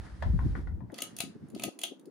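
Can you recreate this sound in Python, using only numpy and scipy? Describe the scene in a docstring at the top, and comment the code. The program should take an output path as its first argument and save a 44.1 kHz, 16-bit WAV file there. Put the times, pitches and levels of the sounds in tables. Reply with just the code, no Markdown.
"""Dull knocks of someone stepping up, a soft arm rustle and a ceiling fan's downdraught buffeting the mic.
Then a hand pulls the running fan's chain switch twice, close to a phone in a small room.
On each pull and release, chain beads tick over the rim, then the switch snaps and rings the metal housing.
Air from the blades hums low throughout."""
import sys
import numpy as np
from scipy import signal
from scipy.fft import rfft, irfft
from scipy.io import wavfile
from scipy.ndimage import uniform_filter1d

SR = 44100
rng = np.random.default_rng(int(sys.argv[2]) if len(sys.argv) > 2 else 0)


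def persist_wave(psi):
    """Save psi, clipped to +-1, as 16-bit WAV."""
    counts = np.round(np.clip(psi, -1, 1) * 32767).astype(np.int16)
    wavfile.write(sys.argv[1], SR, np.atleast_2d(counts).T)


N = 92610

# beads on the rim: start_s, level_db, ring_hz, ring_db, second_hz, body_db, treble_db, pan_db (left - right)
BEAD_TICKS = [(.9185, -67, 3300, -1, 9750, -5, 9, 0), (.9415, -42.5, 4970, -4, 3270, 0, -4.5, 1),
              (.9805, -47, 9750, -20, 6760, -5, -2, -20.5), (.9852, -31, 1990, -20, 2950, 0.5, -10.5, 3),
              (1.0045, -38.5, 6850, 7.5, 9620, -3, -15.5, 5), (1.1648, -42, 9700, -11, 3330, -11, 6, 0),
              (1.1858, -36.5, 2470, -2.5, 3330, -1.5, 5, -1), (1.484, -74, 9700, 0, 6750, -3, 9, -3),
              (1.500, -58.5, 9900, -1.5, 6750, -4, 0, 0), (1.548, -45, 4700, -5, 9800, -2, -4, .5),
              (1.5958, -37.5, 2500, -4.5, 2970, 1, -5, 2.5),
              (1.6203, -36.5, 6940, -12, 2630, 6.5, -10, 6.5), (1.7888, -39, 9750, 0.5, 3220, -1, -3, -1),
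              (1.8146, -33.5, 3020, -15, 2450, -7, -4.5, 2.5), (1.8335, -37, 6800, -10, 9880, -8, 6, 1),
              (1.9944, -59.5, 9740, -3, 6750, 1, 0.5, -2), (2.0552, -65.5, 4860, -0.5, 9750, -3, 9.5, -1)]
# switch snaps: start_s, level_db, ring_hz, ring_db, second_hz, body_db, treble_db, pan_db
SWITCH_SNAPS = [(1.0189, -30, 3110, -7.5, 9900, -4, 2.5, 2.5),
                (1.2029, -25.5, 4140, -11.5, 2900, 0.5, -3, 3.5),
                (1.6352, -28.5, 2660, -7, 2000, 1.5, 1, 1.5), (1.8351, -27.5, 3215, 1, 2970, -4.5, -3, 2.5)]
# switch resonances: pitch_hz, level_db, t60_s
SWITCH_MODES = [(690, -16, .06), (1990, -20, .05), (2615, -22, .05), (2790, -22, .05), (2955, -19, .05),
                (3338, -20, .05), (3617, -19, .04), (3990, -21, .04), (4435, -14, .045), (4850, -21, .04),
                (6745, -13, .025), (9750, -9, .03), (10500, -12, .025), (14200, -12, .02)]
# beating pair of housing resonances: pitch_hz, level_db, t60_s
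HOUSING_MODES = [(1256, -19, .15), (1281, -20, .13)]
# metal-on-metal contact noise: freq_hz, density_db
CRACK_SPECTRUM = [(150, -36), (650, -0.5), (1050, -19.5), (1500, -15.5), (2000, -9.5), (3200, -4.5),
                  (5400, -9.5), (6800, -2), (7700, -10.5), (10000, -2), (12000, -11), (14500, -11),
                  (16000, -23)]
# chain taut: start_s, end_s
PULL_SPANS = [(.93, 1.1), (1.53, 1.7)]
# chain running in or out: start_s, end_s
SLIDE_SPANS = [(.945, 1.018), (1.17, 1.2), (1.552, 1.632), (1.795, 1.832)]
# stepping up: start_s, body_db, treble_db, tap_db, pan_db
STEP_KNOCKS = [(.066, -68, 5, -43, 9.5), (0.2228, -35.5, 4, -32.5, 4.5), (0.39, -43, -7, -39.5, 5),
               (.552, -41, -12, -33.5, 4), (.672, -50.5, -3, -41.5, 2.5), (0.805, -50, -17, -53, 4.5),
               (0.9, -51.5, -23, -50.5, 0)]
# knock body: freq_hz, density_db
KNOCK_SPECTRUM = [(120, -8), (400, 0), (650, 2), (930, 8), (1230, -4), (1700, -8), (2300, -17.5),
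                  (3500, -16), (6000, -30.5), (14000, -44)]
# air puffs on the mic: peak_s, level_db, centre_hz, sigma_s, pan_db
AIR_PUFFS = [(.025, -50, 142, 0.013, -3), (0.132, -39, 60.5, 0.017, -0.5), (0.272, -26, 82, 0.0091, -1.5),
             (0.303, -21, 77, 0.0054, 1), (.349, -28.5, 147, 0.013, 5.5), (.461, -24, 155, 0.0063, 1.5),
             (0.584, -38, 202, 0.011, -1.5), (0.731, -37.5, 89.5, 0.014, 10.5), (.835, -41, 158, 0.019, 2),
             (0.934, -41.5, 380, 0.0051, 10), (1.027, -43, 296, 0.0027, 8.5), (1.137, -47, 179, 0.0056, 1),
             (1.208, -45.5, 192, 0.0029, 8), (1.239, -38.5, 263, 0.0025, 9.5),
             (1.276, -45.5, 191, 0.025, -0.5), (1.362, -42, 238, 0.0066, 0.5),
             (1.44, -42, 158, 0.016, -0.5), (1.543, -40.5, 220, 0.0083, 10), (1.566, -33, 324, 0.0024, 4),
             (1.661, -39.5, 252, 0.013, 5.5), (1.675, -41.5, 112, 0.0084, 6),
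             (1.686, -34.5, 380, 0.0035, 10.5), (1.923, -41, 339, 0.0086, 6), (2.082, -45.5, 306, 0.01, 4)]
# downdraught on the mic: time_s, level_db
GUST_ENVELOPE = [(0, -35.5), (.08, -53), (0.118, -61), (0.212, -41), (0.278, -29.5), (0.452, -25.5),
                 (.53, -31.5), (.61, -33), (.75, -35.5), (.83, -42), (.93, -47.5), (1.1, -73), (2.1, -89)]
# downdraught rumble: freq_hz, density_db
GUST_SPECTRUM = [(18, -3), (32, -11.5), (55, 7), (85, 1.5), (130, -9.5), (190, -15), (280, -23.5),
                 (500, -37.5), (1200, -69)]
# blade air: freq_hz, density_db
BLADE_SPECTRUM = [(60, -4), (130, -1), (200, 3.5), (320, 0.5), (480, -11), (750, -19.5), (1500, -28.5),
                  (3000, -43), (9000, -51.5), (15000, -49)]
# blade air swell: time_s, gain_db
BLADE_SWELL = [(0, -3.5), (.13, -5.5), (.3, -1), (.9, -0.5), (1.3, -1.5), (1.48, -0.5), (1.62, 6.5),
               (1.76, 1), (2.1, -0.5)]
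# arm rustle: time_s, level_db
RUSTLE_ENVELOPE = [(0, -55.5), (.14, -58), (.2, -59.5), (.33, -61), (.56, -57.5), (.68, -70), (.8, -92),
                   (1, -59), (2.1, -90.5)]
# arm rustle: freq_hz, density_db
RUSTLE_SPECTRUM = [(300, -1), (550, 3), (1100, 0), (1700, 2), (2500, -9), (5000, -11), (7700, -20),
                   (10000, -16), (15000, -59.5)]
# room decay: freq_hz, t60_s
ROOM_DECAY = [(200, .5), (1000, .19), (3200, .22), (7000, .23), (10000, .18), (15000, .12)]
# phone's sliding low-cut: time_s, corner_hz
LOW_CUT_TRACK = [(0, 22), (.78, 6.1), (.88, 53), (.98, 104), (1.08, 73), (1.22, 37), (1.45, 48), (1.68, 75),
                 (1.715, 177), (2.0, 138), (2.1, 98)]

BODY_HZ, TREBLE_HZ = 1400, 5850  # shelf corners


def pull_chain(tick_room_db=-3, snap_room_db=-1.5, ceiling_delay_s=0.017, ceiling_db=-14):
    """Bead ticks and switch snaps, mirrored by the ceiling and spread by the room."""
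    ticks = metal_clicks(BEAD_TICKS, chatter_s=0.0026, decay_s=0.0016, modes_db=0) + bead_slide()
    snaps = metal_clicks(SWITCH_SNAPS, chatter_s=0.0042, decay_s=0.0014, modes_db=2) + chain_rattle()
    out = ticks + snaps + room(amp(tick_room_db) * ticks + amp(snap_room_db) * snaps)
    add(out, ceiling_delay_s, amp(ceiling_db) * (ticks + snaps), pan_db=0)
    return out


def metal_clicks(rows, chatter_s, decay_s, modes_db, crack_db=-1, rise_s=0.0012):
    """Metal parts chatter for a few ms, ringing the switch and the housing."""
    out, t = np.zeros((2, N)), np.arange(SR // 4) / SR
    rise = 1 - np.exp(-t / rise_s)
    fade_s = np.maximum(t - chatter_s, 0)
    for start_s, level_db, ring_hz, ring_db, second_hz, body_db, treble_db, pan_db in rows:
        crack = noise(lambda f: along(CRACK_SPECTRUM, f), len(t), 0.52) * np.exp(-fade_s / decay_s)
        ring = switch_ring(t, fade_s, ring_hz, second_hz, ring_db, modes_db)
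        click = np.pad((amp(crack_db) * crack + ring) * rise, ((0, 0), (0, len(t))))
        click = shape(click, lambda f: body_db * (1 - shelf(f, BODY_HZ)) + treble_db * shelf(f, TREBLE_HZ))
        housing = housing_ring(t, start_s) * rise
        add(out, start_s, amp(level_db) * (click[:, :len(t)] + housing), pan_db)
    return out


def switch_ring(t, fade_s, ring_hz, second_hz, ring_db, modes_db, focus_db=-8.5, cluster_db=-2.5):
    """A brief noise cluster plus the switch modes, with extra drive near two pitches."""
    cluster = band_noise(ring_hz, width=0.12, size=len(t), coherence=0.52)
    ring = amp(ring_db + cluster_db) * cluster * np.exp(-fade_s / 0.0038)
    for hz, level_db, t60_s in SWITCH_MODES:
        focus = max(bell(hz, ring_hz, width=0.04), bell(hz, second_hz, width=0.04))
        gain = amp(level_db + modes_db) + focus * amp(ring_db + focus_db)
        ring += gain * mode(hz, t60_s, t)
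    return ring


def housing_ring(t, start_s, slack_db=-10):
    """Two close housing modes beat; weaker when the chain is let go."""
    taut = any(begin_s < start_s < end_s for begin_s, end_s in PULL_SPANS)
    drive_db = 0 if taut else slack_db
    return sum(amp(level_db + drive_db) * mode(hz, t60_s, t) for hz, level_db, t60_s in HOUSING_MODES)


def mode(hz, t60_s, t, scatter_db=2, detune=0.0052):
    """One fading partial at the two mic ports, slightly different on every blow."""
    jitter = rng.standard_normal(4)
    phase_rad = 2 * np.pi * rng.random() + 0.15 * jitter[2:, None]
    envelope = amp(scatter_db * jitter[0]) * np.exp(-np.log(1000) * t / t60_s)
    return envelope * np.sin(2 * np.pi * hz * (1 + detune * jitter[1]) * t + phase_rad)


def chain_rattle(gain_db=-13.5, decay_s=0.01):
    """The chain shivers after each snap."""
    out, t = np.zeros((2, N)), np.arange(SR // 6) / SR
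    for start_s, level_db, *_, treble_db, pan_db in SWITCH_SNAPS:
        beads = bead_collisions(len(t), rate_per_s=2100, treble_db=treble_db)
        add(out, start_s, amp(level_db + gain_db) * beads * np.exp(-t / decay_s), pan_db)
    return out


def bead_slide(level_db=-61.5):
    """Loose beads jostle faintly while the chain runs in or out."""
    t = np.arange(N) / SR
    moving = sum((t > start_s) & (t < end_s) for start_s, end_s in SLIDE_SPANS)
    return amp(level_db) * moving * bead_collisions(N, rate_per_s=560, treble_db=-10)


def bead_collisions(size, rate_per_s, treble_db):
    """Tiny metal impacts at random times, rms 1."""
    impacts = (rng.random(size) < rate_per_s / SR) * rng.standard_normal((2, size))
    return unit(shape(impacts, lambda f: along(CRACK_SPECTRUM, f) + treble_db * shelf(f, TREBLE_HZ)))


def step_knocks(body_decay_s=0.0055, tap_decay_s=0.0018, rise_s=0.0014, room_db=1):
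    """Dull, damped knocks of stepping up, each with a sharp contact tap, and plenty of room."""
    out, t = np.zeros((2, N)), np.arange(SR // 8) / SR
    rise = 1 - np.exp(-t / rise_s)
    for start_s, body_db, treble_db, tap_db, pan_db in STEP_KNOCKS:
        body = noise(lambda f: along(KNOCK_SPECTRUM, f) + treble_db * shelf(f, 1500), len(t), 0.43)
        body *= amp(body_db) * np.exp(-t / body_decay_s)
        tap = band_noise(centre_hz=1593, width=0.19, size=len(t), coherence=0.86)
        tap *= amp(tap_db) * np.exp(-t / tap_decay_s)
        add(out, start_s, 2 * (body + tap) * rise, pan_db)
    return out + amp(room_db) * room(out)


def downdraught(flicker_db=1, octave_fall_db=12.5, port_hz=634):
    """Turbulence at the mic ports: a rumbling gust and short puffs, which the ports dull."""
    gust_db = timeline(GUST_ENVELOPE) + flicker_db * wander(rate_hz=18)
    out = noise(lambda f: along(GUST_SPECTRUM, f), N, 0.49) * amp(gust_db)
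    t = np.arange(SR // 8) / SR
    t -= t.mean()
    for peak_s, level_db, centre_hz, sigma_s, pan_db in AIR_PUFFS:
        swell = np.exp(-(t / sigma_s) ** 2 / 2)
        eddy = noise(lambda f: -octave_fall_db * np.log2((f + 1) / centre_hz) ** 2 - 12 * shelf(f, port_hz),
                     len(t), 0.69)
        puff = unit(swell * eddy) * np.sqrt(np.mean(swell ** 2))
        add(out, peak_s + t[0], amp(level_db) * puff, pan_db)
    return out


def blade_air(base_db=-52.5, waver_db=1.47):
    """Low, wavering hum of air from the blades."""
    level_db = base_db + timeline(BLADE_SWELL) + waver_db * wander(rate_hz=22.27)
    return noise(lambda f: along(BLADE_SPECTRUM, f), N, 0.36) * amp(level_db)


def arm_rustle(flicker_db=1.5):
    """Soft, uneven rustle of the arm reaching up."""
    level_db = timeline(RUSTLE_ENVELOPE) + flicker_db * wander(rate_hz=44.55)
    return noise(lambda f: along(RUSTLE_SPECTRUM, f), N, 0.21) * amp(level_db)


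def room(x, treble_db=-3.5, onset_s=0.0014):
    """Diffuse tail of the small room; the treble is weaker and dies first."""
    t = np.arange(SR // 2) / SR
    f = np.fft.rfftfreq(len(t), 1 / SR)
    edges_hz = np.r_[0, np.geomspace(300, SR / 2 + 1, 12)]
    phases = np.exp(2j * np.pi * rng.random((2, len(f))))
    spectrum = phases * np.sqrt(len(t)) * amp(treble_db * shelf(f, TREBLE_HZ))
    tail = 0
    for low_hz, high_hz in zip(edges_hz, edges_hz[1:]):
        fall_per_s = np.log(1000) / along(ROOM_DECAY, (low_hz + high_hz) / 2)
        band = irfft(spectrum * ((f >= low_hz) & (f < high_hz)), len(t))
        tail += band * np.exp(-fall_per_s * t) * np.sqrt(2 * fall_per_s / SR)
    return signal.fftconvolve(x, tail * np.clip(t / onset_s, 0, 1) ** 2, axes=1)[:, :N]


def amp(db):
    """Decibels to gain."""
    return 10 ** (np.asarray(db) / 20)


def unit(x):
    """Scale to rms 1."""
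    return x / np.sqrt(np.mean(x ** 2))


def along(points, hz):
    """Read (freq_hz, value) rows on a log-frequency axis."""
    freqs_hz, values = np.array(points, float).T
    return np.interp(np.log(hz + 1), np.log(freqs_hz), values)


def timeline(points):
    """Read (time_s, value) rows at every sample."""
    return np.interp(np.arange(N) / SR, *np.array(points).T)


def shape(x, db_at):
    """Filter by a dB gain given as a function of frequency."""
    n = x.shape[-1]
    return irfft(rfft(x) * amp(db_at(np.fft.rfftfreq(n, 1 / SR))), n)


def shelf(hz, corner_hz):
    """Smooth step: 0 below the corner, 1 above."""
    return 1 - 1 / (1 + (hz / corner_hz) ** 4)


def bell(hz, centre_hz, width):
    """Bell curve of height 1; width relative to the centre."""
    return np.exp(-(np.log((hz + 1) / centre_hz) / width) ** 2 / 2)


def noise(db_at, size, coherence):
    """Coloured stereo noise, rms 1; coherence is the power share common to both ports."""
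    white = rng.standard_normal((3, size))
    return unit(shape(np.sqrt(coherence) * white[2] + np.sqrt(1 - coherence) * white[:2], db_at))


def band_noise(centre_hz, width, size, coherence):
    """Stereo noise in a bell-shaped band, rms 1."""
    return noise(lambda f: 20 * np.log10(bell(f, centre_hz, width) + 1e-6), size, coherence)


def wander(rate_hz):
    """Smooth random drift, spread near 1."""
    hold = int(SR / rate_hz)
    steps = np.repeat(rng.standard_normal(N // hold + 1), hold)
    return 1.3 * uniform_filter1d(uniform_filter1d(steps, hold), hold)[:N]


def add(out, start_s, sound, pan_db):
    """Mix in a panned sound at its time."""
    i = max(int(start_s * SR), 0)
    part = (sound * amp(np.array([[pan_db], [-pan_db]]) / 2))[:, :max(N - i, 0)]
    out[:, i:i + part.shape[1]] += part


def scene():
    """All sources at the phone."""
    return pull_chain() + step_knocks() + downdraught() + blade_air() + arm_rustle()


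def record(dry):
    """The phone thins the bass with a sliding low-cut and cuts the top."""
    f, t, frames = signal.stft(dry, SR, nperseg=2048, noverlap=1536)
    corner_hz = np.interp(t, *np.array(LOW_CUT_TRACK).T)
    frames *= shelf(f[:, None], corner_hz) ** 3
    thinned = signal.istft(frames, SR, nperseg=2048, noverlap=1536)[1][:, :N]
    top_hz = 16200
    return signal.sosfilt(signal.ellip(8, 0.2, 70, top_hz, fs=SR, output="sos"), thinned)


dry = scene()
out = record(dry)
persist_wave(out)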